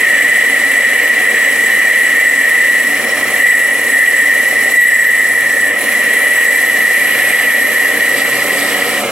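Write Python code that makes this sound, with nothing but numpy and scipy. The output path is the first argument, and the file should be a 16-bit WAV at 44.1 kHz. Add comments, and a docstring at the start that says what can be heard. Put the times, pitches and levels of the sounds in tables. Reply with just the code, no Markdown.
"""A workshop, close to a metal lathe boring a steel part.
The boring bar chatters in a rough squeal near 1.9 kHz that falters, now and then locks to a purer tone,
and dies at the end. The chip hisses and rings the tool's high modes, swarf rasps in the bore, and the
geared drive rumbles and throbs underneath. Gain control ducks the rumble whenever the squeal swells."""
import sys
import numpy as np
from scipy import signal
from scipy.fft import rfft, irfft, next_fast_len
from scipy.io import wavfile
from scipy.ndimage import uniform_filter1d

SR = 44100
rng = np.random.default_rng(int(sys.argv[2]) if len(sys.argv) > 2 else 0)


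def digitize_waveform(pressure):
    """Quantize a signal to 16-bit integers and store it at the path in sys.argv[1].

    Rows of a 2-D input are taken as channels; values are limited to [-1, 1].
    """
    field = np.atleast_2d(pressure).T
    bounded = np.clip(field, -1, 1)
    quanta = np.round(bounded * 32767).astype(np.int16)
    wavfile.write(sys.argv[1], SR, quanta)


N = 401751
T = np.arange(N) / SR
SIZE = next_fast_len(N + SR // 2, real=True)
HZ = np.arange(SIZE // 2 + 1) * SR / SIZE

# modes of the cutting edge: f/Hz, level/dB
EDGE_MODES = [(13513, 0), (12577, -5), (15110, -16)]
# swarf gathering in the bore: t/s, whistling rub/dB, coarse scrape/dB
SWARF_LEVELS = [(0, -39, -26), (5.7, -34.5, -42), (6.7, -21.5, -28), (7.2, -19.5, -23), (7.7, -19.5, -25.5),
                (9.02, -27.5, -26), (9.06, -52, -34)]


def gain_of(db):
    """Decibels to amplitude."""
    return 10 ** (np.asarray(db) / 20)


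def unit_rms(x):
    """Scales to rms 1."""
    return x / np.sqrt(np.mean(abs(x) ** 2) + 1e-20)


def envelopes(rows):
    """Each column of a time table at every sample."""
    times, *columns = np.transpose(rows)
    return [np.interp(T, times, column) for column in columns]


def spectrum(points):
    """A spectrum table at every frequency."""
    f, value = np.transpose(points)
    return np.interp(np.log(HZ + 1), np.log(f + 1), value)


def filtered(x, gain):
    """Applies a frequency response."""
    return irfft(rfft(x, SIZE) * gain, SIZE)[..., :N]


def ring(x, modes):
    """Passes x through steep-sided resonances (f/Hz, width/Hz, level/dB); rms 1."""
    power = sum(gain_of(db) ** 2 / (1 + ((HZ - hz) / (.78 * width)) ** 2) ** 2
                for hz, width, db in modes)
    return unit_rms(filtered(x, np.sqrt(power)))


def wander(rate_hz):
    """Random motion up to a given rate; rms 1."""
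    return unit_rms(filtered(rng.standard_normal(N), 1 / np.sqrt(1 + (HZ / rate_hz) ** 6)))


def repeating(x, turn_hz, share):
    """Makes a share of noise x come round again with every turn of a shaft."""
    loop = unit_rms(np.interp(T % (1 / turn_hz), T, x))
    return np.sqrt(share) * loop + np.sqrt(1 - share) * x[::-1]


def bump(s, length):
    """A smooth swell of height 1 around time s."""
    return np.exp(-(2 * (T - s) / length) ** 2)


def peak_hold(db, db_per_s):
    """Instant attack, steady release."""
    return np.maximum.accumulate(db + db_per_s * T) - db_per_s * T


def add(mix, s, sound):
    """Mixes a sound in at time s."""
    part = mix[max(round(s * SR), 0):][:len(sound)]
    part += sound[:len(part)]


def chatter():
    """How hard the bar swings, in dB above its usual swing; it never holds quite still."""
    swing = [(0, 1), (.45, .5), (.58, -2.5), (.85, 1), (1.35, -2), (1.9, 1.5), (2.74, 1), (3.02, -7),
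             (3.32, -8), (3.345, -6.5), (3.49, 5), (3.83, -5), (4.02, 4), (4.72, -3.5), (4.78, 14),
             (4.85, 8.5), (4.89, 5), (5.35, 0), (5.65, 0.5), (5.77, -6.5), (6.35, 0), (6.85, -1),
             (7.2, -4.5), (7.8, -2), (8.62, -10.5), (8.995, -13), (9.05, -39)]  # the bar's swing: t/s, level/dB
    return envelopes(swing)[0] + wander(5)


def squeal(swing_db):
    """The bar vibrates by itself; the wavy surface left by the last turn jolts its swing and phase."""
    pitch = [(0, 1918), (4.1, 1925), (4.74, 1970), (4.92, 1890), (5.3, 1913), (5.48, 1860), (5.67, 1842),
             (5.73, 1925), (9.1, 1911)]  # the bar's note: t/s, f/Hz
    bar_modes = [(1760, 33, 0.5), (1841.4, 23.3, 4.5), (1869, 35, 1.5), (1936.5, 47, 6), (1989, 15, 3.5),
                 (2014, 16, 3.5), (2180, 32, -35.5)]  # resonances that radiate the squeal: f/Hz, width/Hz, level/dB
    spindle_hz, lock_db = 9.405, 4.5  # above lock_db the bar locks towards one tone
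    roughness = np.maximum(.79 - .085 * np.maximum(swing_db - lock_db, 0), .25)
    push, twist = (repeating(wander(140), spindle_hz, share=.36) for _ in range(2))
    swing = (1 - roughness) + 1.15 * roughness * unit_rms(push + 1j * twist)
    swing /= np.sqrt(abs(swing) ** 2 + .8 ** 2)  # the edge leaves the cut, which caps the swing
    tone = swing * np.exp(2j * np.pi * np.cumsum(envelopes(pitch)[0]) / SR)
    stutter = np.clip(-swing_db / 9, 0, 1)  # a barely fed bar falters
    body = ring(tone.real, bar_modes) * gain_of(3.2 * stutter * wander(35))
    body /= np.sqrt(uniform_filter1d(body ** 2, size=4400) + 1e-6)  # the cut feeds it until it settles
    octave = gain_of(-16) * (1 - roughness) * (tone ** 2).real
    turn = 2 * np.pi * spindle_hz * T
    # uneven stock loads the tool in step with the spindle
    runout = 1 + .11 * np.cos(2 * turn) + .05 * np.cos(3 * turn) + .08 * np.cos(10 * turn)
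    return gain_of(swing_db - 3) * unit_rms(runout * (body + octave))


def friction(spurts, spurt_db, flutter_db):
    """Rubbing noise that rides the chip's spurts, with a flutter of its own."""
    return rng.standard_normal(N) * gain_of(spurt_db * spurts + flutter_db * wander(33))


def grains(per_s):
    """A crackle of tiny fractures of uneven size."""
    size = gain_of(2.1 * np.minimum(rng.exponential(1, N), 4))
    return unit_rms((rng.random(N) < per_s / SR) * rng.standard_normal(N) * size)


def bite():
    """Level dips in dB: the chip thins for a moment as the edge loses its bite."""
    lapses = [(4.814, .08, 0), (5.736, .09, -7.5), (9.1, .12, -1.5)]  # dips: centre t/s, length/s, level/dB
    return sum(db * bump(s, length) for s, length, db in lapses)


def chip(swing_db, spurts, bite_db):
    """The chip shears off in uneven spurts that hiss and ring the post and tool."""
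    colour = [(0, 1.7, -3), (1.3, 1.5, -1), (3.7, 0, 1), (5.55, -1.5, 2), (6.05, 2.5, 2.5),
              (6.85, -1, -0.5), (7.22, 4.5, 1), (7.6, 1, -1.5), (9.1, 2, -2)]  # slow drift of the ringing: t/s, post/dB, tip/dB
    hiss_eq = [(1500, -13), (2800, 6), (3500, 1.5), (4100, 5), (4750, -2.5), (5450, 2.5), (6000, 1),
               (7200, 3.5), (9000, 1.5), (11000, 1), (13300, -4.5), (14400, -1), (16000, -5.5)]  # hiss of shearing metal: f/Hz, level/dB
    # modes of the tool's post, shank and tip: f/Hz, width/Hz, level/dB
    post_modes = [(1690, 240, -8), (2125, 80, 0.5), (2300, 35, -17.5), (2318, 64, 0), (2431, 130, -6),
                  (2718, 180, -8.5), (2930, 68, -4.5), (3205, 360, -13), (4005, 105, -19.5)]
    shank_modes = [(7786, 63, 0.5), (7950, 42, 0), (7930, 110, -3)]
    tip_modes = [(9670, 110, 3.5), (9860, 96, 1.5), (10020, 170, -3), (10250, 200, -10), (11100, 130, -2.5),
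                 (11740, 140, -2.5), (12240, 300, -6.5)]
    thin_level = [(0, -50), (2.75, -42), (2.95, -30), (3.35, -39), (3.5, -45), (3.75, -38), (4.7, -33),
                  (9.1, -56)]  # a thin ring that comes and goes: t/s, level/dB
    post_db, tip_db = envelopes(colour)
    force_db = np.maximum(swing_db, -18)  # plain shearing keeps up the hiss and the post's ring
    rub_db = envelopes(SWARF_LEVELS)[0]
    # the shank's ring gets quieter while the whistling rub is loud
    shank_db = swing_db - np.maximum(rub_db + 22.5, 0)
    shear = friction(spurts, spurt_db=.35, flutter_db=1) + .24 * grains(per_s=500)
    hiss = unit_rms(filtered(shear, gain_of(spectrum(hiss_eq))))
    edge = ring(friction(spurts, 1.5, 0), [(hz, 130, db) for hz, db in EDGE_MODES])
    post = ring(friction(spurts, .7, 1.1), post_modes)
    shank = ring(friction(spurts, .6, 2), shank_modes)
    tip = ring(friction(spurts, 1, 1.4), tip_modes)
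    thin = ring(friction(spurts, -1.5, 3.5), [(5390, 240, 0)])
    return (gain_of(-19.5 + bite_db + .27 * force_db) * hiss
            + gain_of(-15 + post_db + .44 * force_db) * post
            + gain_of(-21 + shank_db + 1.4 * wander(4.1)) * shank
            + gain_of(-20 + tip_db + bite_db + .4 * swing_db + 1.1 * wander(7)) * tip
            + gain_of(-31 + shank_db) * edge
            + gain_of(envelopes(thin_level)[0]) * thin)


def swarf(spurts, bite_db):
    """Swarf rubs in the bore with a high whistle; tumbling, it catches the scrape resonances in bursts."""
    # resonances of the rub and the scrape: f/Hz, width/Hz, level/dB
    rub_modes = [(11360, 140, -2.5), (11500, 380, -11), (11500, 200, -13), (12300, 160, -9),
                 (13100, 500, -14)]
    scrape_modes = [(3420, 850, -6), (4600, 700, -15), (5070, 590, -11.5), (8280, 450, 0.5)]
    clumps = [(8.176, .08, -23), (8.369, .08, -26), (8.635, 0.19, -23.5), (8.85, .12, -32)]  # clumps rasping on the bore: centre t/s, length/s, level/dB
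    rub_db, scrape_db = envelopes(SWARF_LEVELS)
    rub = ring(friction(spurts, spurt_db=1.1, flutter_db=1), rub_modes)
    grit = friction(spurts, spurt_db=-.5, flutter_db=1) + .53 * grains(per_s=320)
    scrape = sum(gain_of(db + 3.5 * wander(22)) * ring(grit, [(hz, width, 0)])
                 for hz, width, db in scrape_modes)
    rasps = sum(gain_of(db) * bump(s, length) for s, length, db in clumps)
    return gain_of(rub_db + bite_db) * rub + (gain_of(scrape_db) + rasps) * unit_rms(scrape)


def squeaks(swing_db):
    """The cutting edge sings for a moment on its highest modes, with an unsteady pitch."""
    accents = [(0.222, -18), (1.031, -20), (1.877, -18), (4.305, -17), (4.479, -17), (4.803, -8),
               (4.833, -7), (4.937, -15), (5.068, -7), (6.369, -16), (6.438, -17), (6.671, -17),
               (7.323, -25), (7.453, -22)]  # the loudest squeaks: t/s, level/dB
    faint_per_s = 4
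    t = np.arange(SR // 10) / SR
    swell = np.exp(-((t - .014) / .0075) ** 2)
    catches = (rng.random(N) < faint_per_s / SR) * gain_of(-21 + np.minimum(swing_db, 0))
    for s, db in accents:
        add(catches, s - .006, gain_of([db]))
    song = sum(gain_of(db) * np.sin(2 * np.pi * hz * T + wander(110)) for hz, db in EDGE_MODES)
    return signal.oaconvolve(catches, swell)[:N] * song


def snaps():
    """A chip breaks with a short bright tick."""
    breaks = [(1.9794, -14), (2.7412, -17), (3.8656, -13), (4.7144, -8), (5.405, -8), (7.4183, -11)]  # chips snapping off: t/s, level/dB
    ticks, t = np.zeros(N), np.arange(SR // 25) / SR
    burst = np.exp(-((t - .007) / .005) ** 2)
    for s, db in breaks:
        add(ticks, s - .003, gain_of(db) * burst * rng.standard_normal(len(t)))
    return filtered(ticks, 1 / (1 + ((HZ - 10500) / 3500) ** 4))


def drive():
    """Gear teeth knock on the headstock, throbbing with the motor and the belt, over a low hum."""
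    headstock_modes = [(106, 19, -18), (172, 18, -16), (211.8, 10.6, -6), (233.8, 15.7, -4.5),
                       (281.2, 19.6, 0), (365.5, 44, -7.5), (416.5, 20, -4), (483, 32.5, 1), (544, 19, 0),
                       (587, 36.5, -0.5), (639.5, 11, -2.5), (744.5, 89, -5), (970, 85, -11),
                       (1050, 33, -6.5), (1175, 100, -9.5), (1298, 42, -4), (1392, 75, -10.5),
                       (1460, 91, -18.5)]  # headstock and guards: f/Hz, width/Hz, level/dB
    hum_level = [(0, -41), (2.4, -47), (2.6, -39), (3.6, -45), (4.2, -40.5), (5.7, -38), (5.9, -51),
                 (7, -43), (7.25, -35), (7.6, -47), (8.3, -37), (9.1, -44)]  # the wavering hum: t/s, level/dB
    belt_hz, motor_hz, gear_hz = 7.53, 29.8, 92.5
    teeth = 1 + np.exp(-(gear_hz * T % 1) / .25)
    throb = (1 + .18 * np.cos(2 * np.pi * motor_hz * T)) * (1 + .12 * np.cos(2 * np.pi * belt_hz * T))
    knocks = unit_rms(repeating(rng.standard_normal(N), belt_hz, share=.17) * teeth * throb)
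    low_share = 1 / (1 + (HZ / 900) ** 8)
    bearings = filtered(rng.standard_normal(N), np.sqrt(1 - low_share))  # an even rush above the knocks
    force = filtered(knocks, np.sqrt(low_share)) + bearings
    hum_db = envelopes(hum_level)[0] + 3 * wander(7)
    hum = gain_of(hum_db) * np.sin(2 * np.pi * 132 * T + .6 * wander(5))
    low_bed = gain_of(-58.5) * ring(rng.standard_normal(N), [(62, 26, 0)])
    return gain_of(-18.5) * ring(force, headstock_modes) + hum + low_bed


def workshop_stereo(direct):
    """The sound reaches the right microphone first; scatter from the workshop widens the treble."""
    likeness = [(150, 1), (640, .994), (1900, .98), (2300, .86), (3100, .68), (6820, .46), (15000, .28)]  # how alike the channels are: f/Hz, coherence/0-1
    balance = [(1900, 0), (3000, -1), (4400, -3), (8000, -2), (15000, -4.3)]  # stereo balance: f/Hz, left minus right/dB
    lead = [(60, 0), (250, -.11), (700, -.22), (1300, -.26), (1900, -.36), (2500, -.6), (3500, -1),
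            (5000, -1.5), (7600, -.65), (15000, -.6)]  # phase between the channels: f/Hz, left lead/rad
    t = np.arange(SR // 3) / SR
    echoes = rng.standard_normal(len(t)) * gain_of(-60 * t / .35)
    scatter = unit_rms(rfft(echoes, SIZE).real)  # reflections shift each frequency's phase
    spread = np.sqrt(-np.log(np.clip(spectrum(likeness), 1e-3, 1)) / 2)
    phase = spectrum(lead) / 2 + spread * scatter
    side = np.array([[1], [-1]])
    return filtered(direct, gain_of(side * spectrum(balance) / 2) * np.exp(1j * side * phase))


def scene():
    """The bar's swing drives squeal, chip and squeaks; swarf, snaps and the drive fill in around them."""
    swing_db, bite_db, spurts = chatter(), bite(), wander(42)
    cut = squeal(swing_db) + chip(swing_db, spurts, bite_db) + swarf(spurts, bite_db)
    return workshop_stereo(cut + squeaks(swing_db) + snaps() + drive())


def level_db(x, samples):
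    """Running power of both channels in dB."""
    return 10 * np.log10(abs(uniform_filter1d((x ** 2).mean(0), size=samples)) + 1e-9)


def record(dry):
    """Gain control ducks the mix as the squeal grows; a fast limiter and a low-pass follow."""
    knee_db, limit_db, settle_s, cutoff_hz = -14.5, -5.8, .035, 15900
    excess_db = np.maximum(level_db(dry, int(settle_s * SR) + 1) - knee_db, 0)
    ducked = dry / gain_of(.41 * excess_db + .22 * peak_hold(excess_db, db_per_s=10))
    over_db = np.maximum(peak_hold(level_db(ducked, 90), db_per_s=120) - limit_db, 0)
    limited = ducked / gain_of(uniform_filter1d(over_db, size=90))
    lowpass = signal.firwin(1023, cutoff_hz, window=("kaiser", 9), fs=SR)
    return signal.oaconvolve(limited, lowpass[None], "same")


dry = scene()
out = record(dry)
digitize_waveform(out)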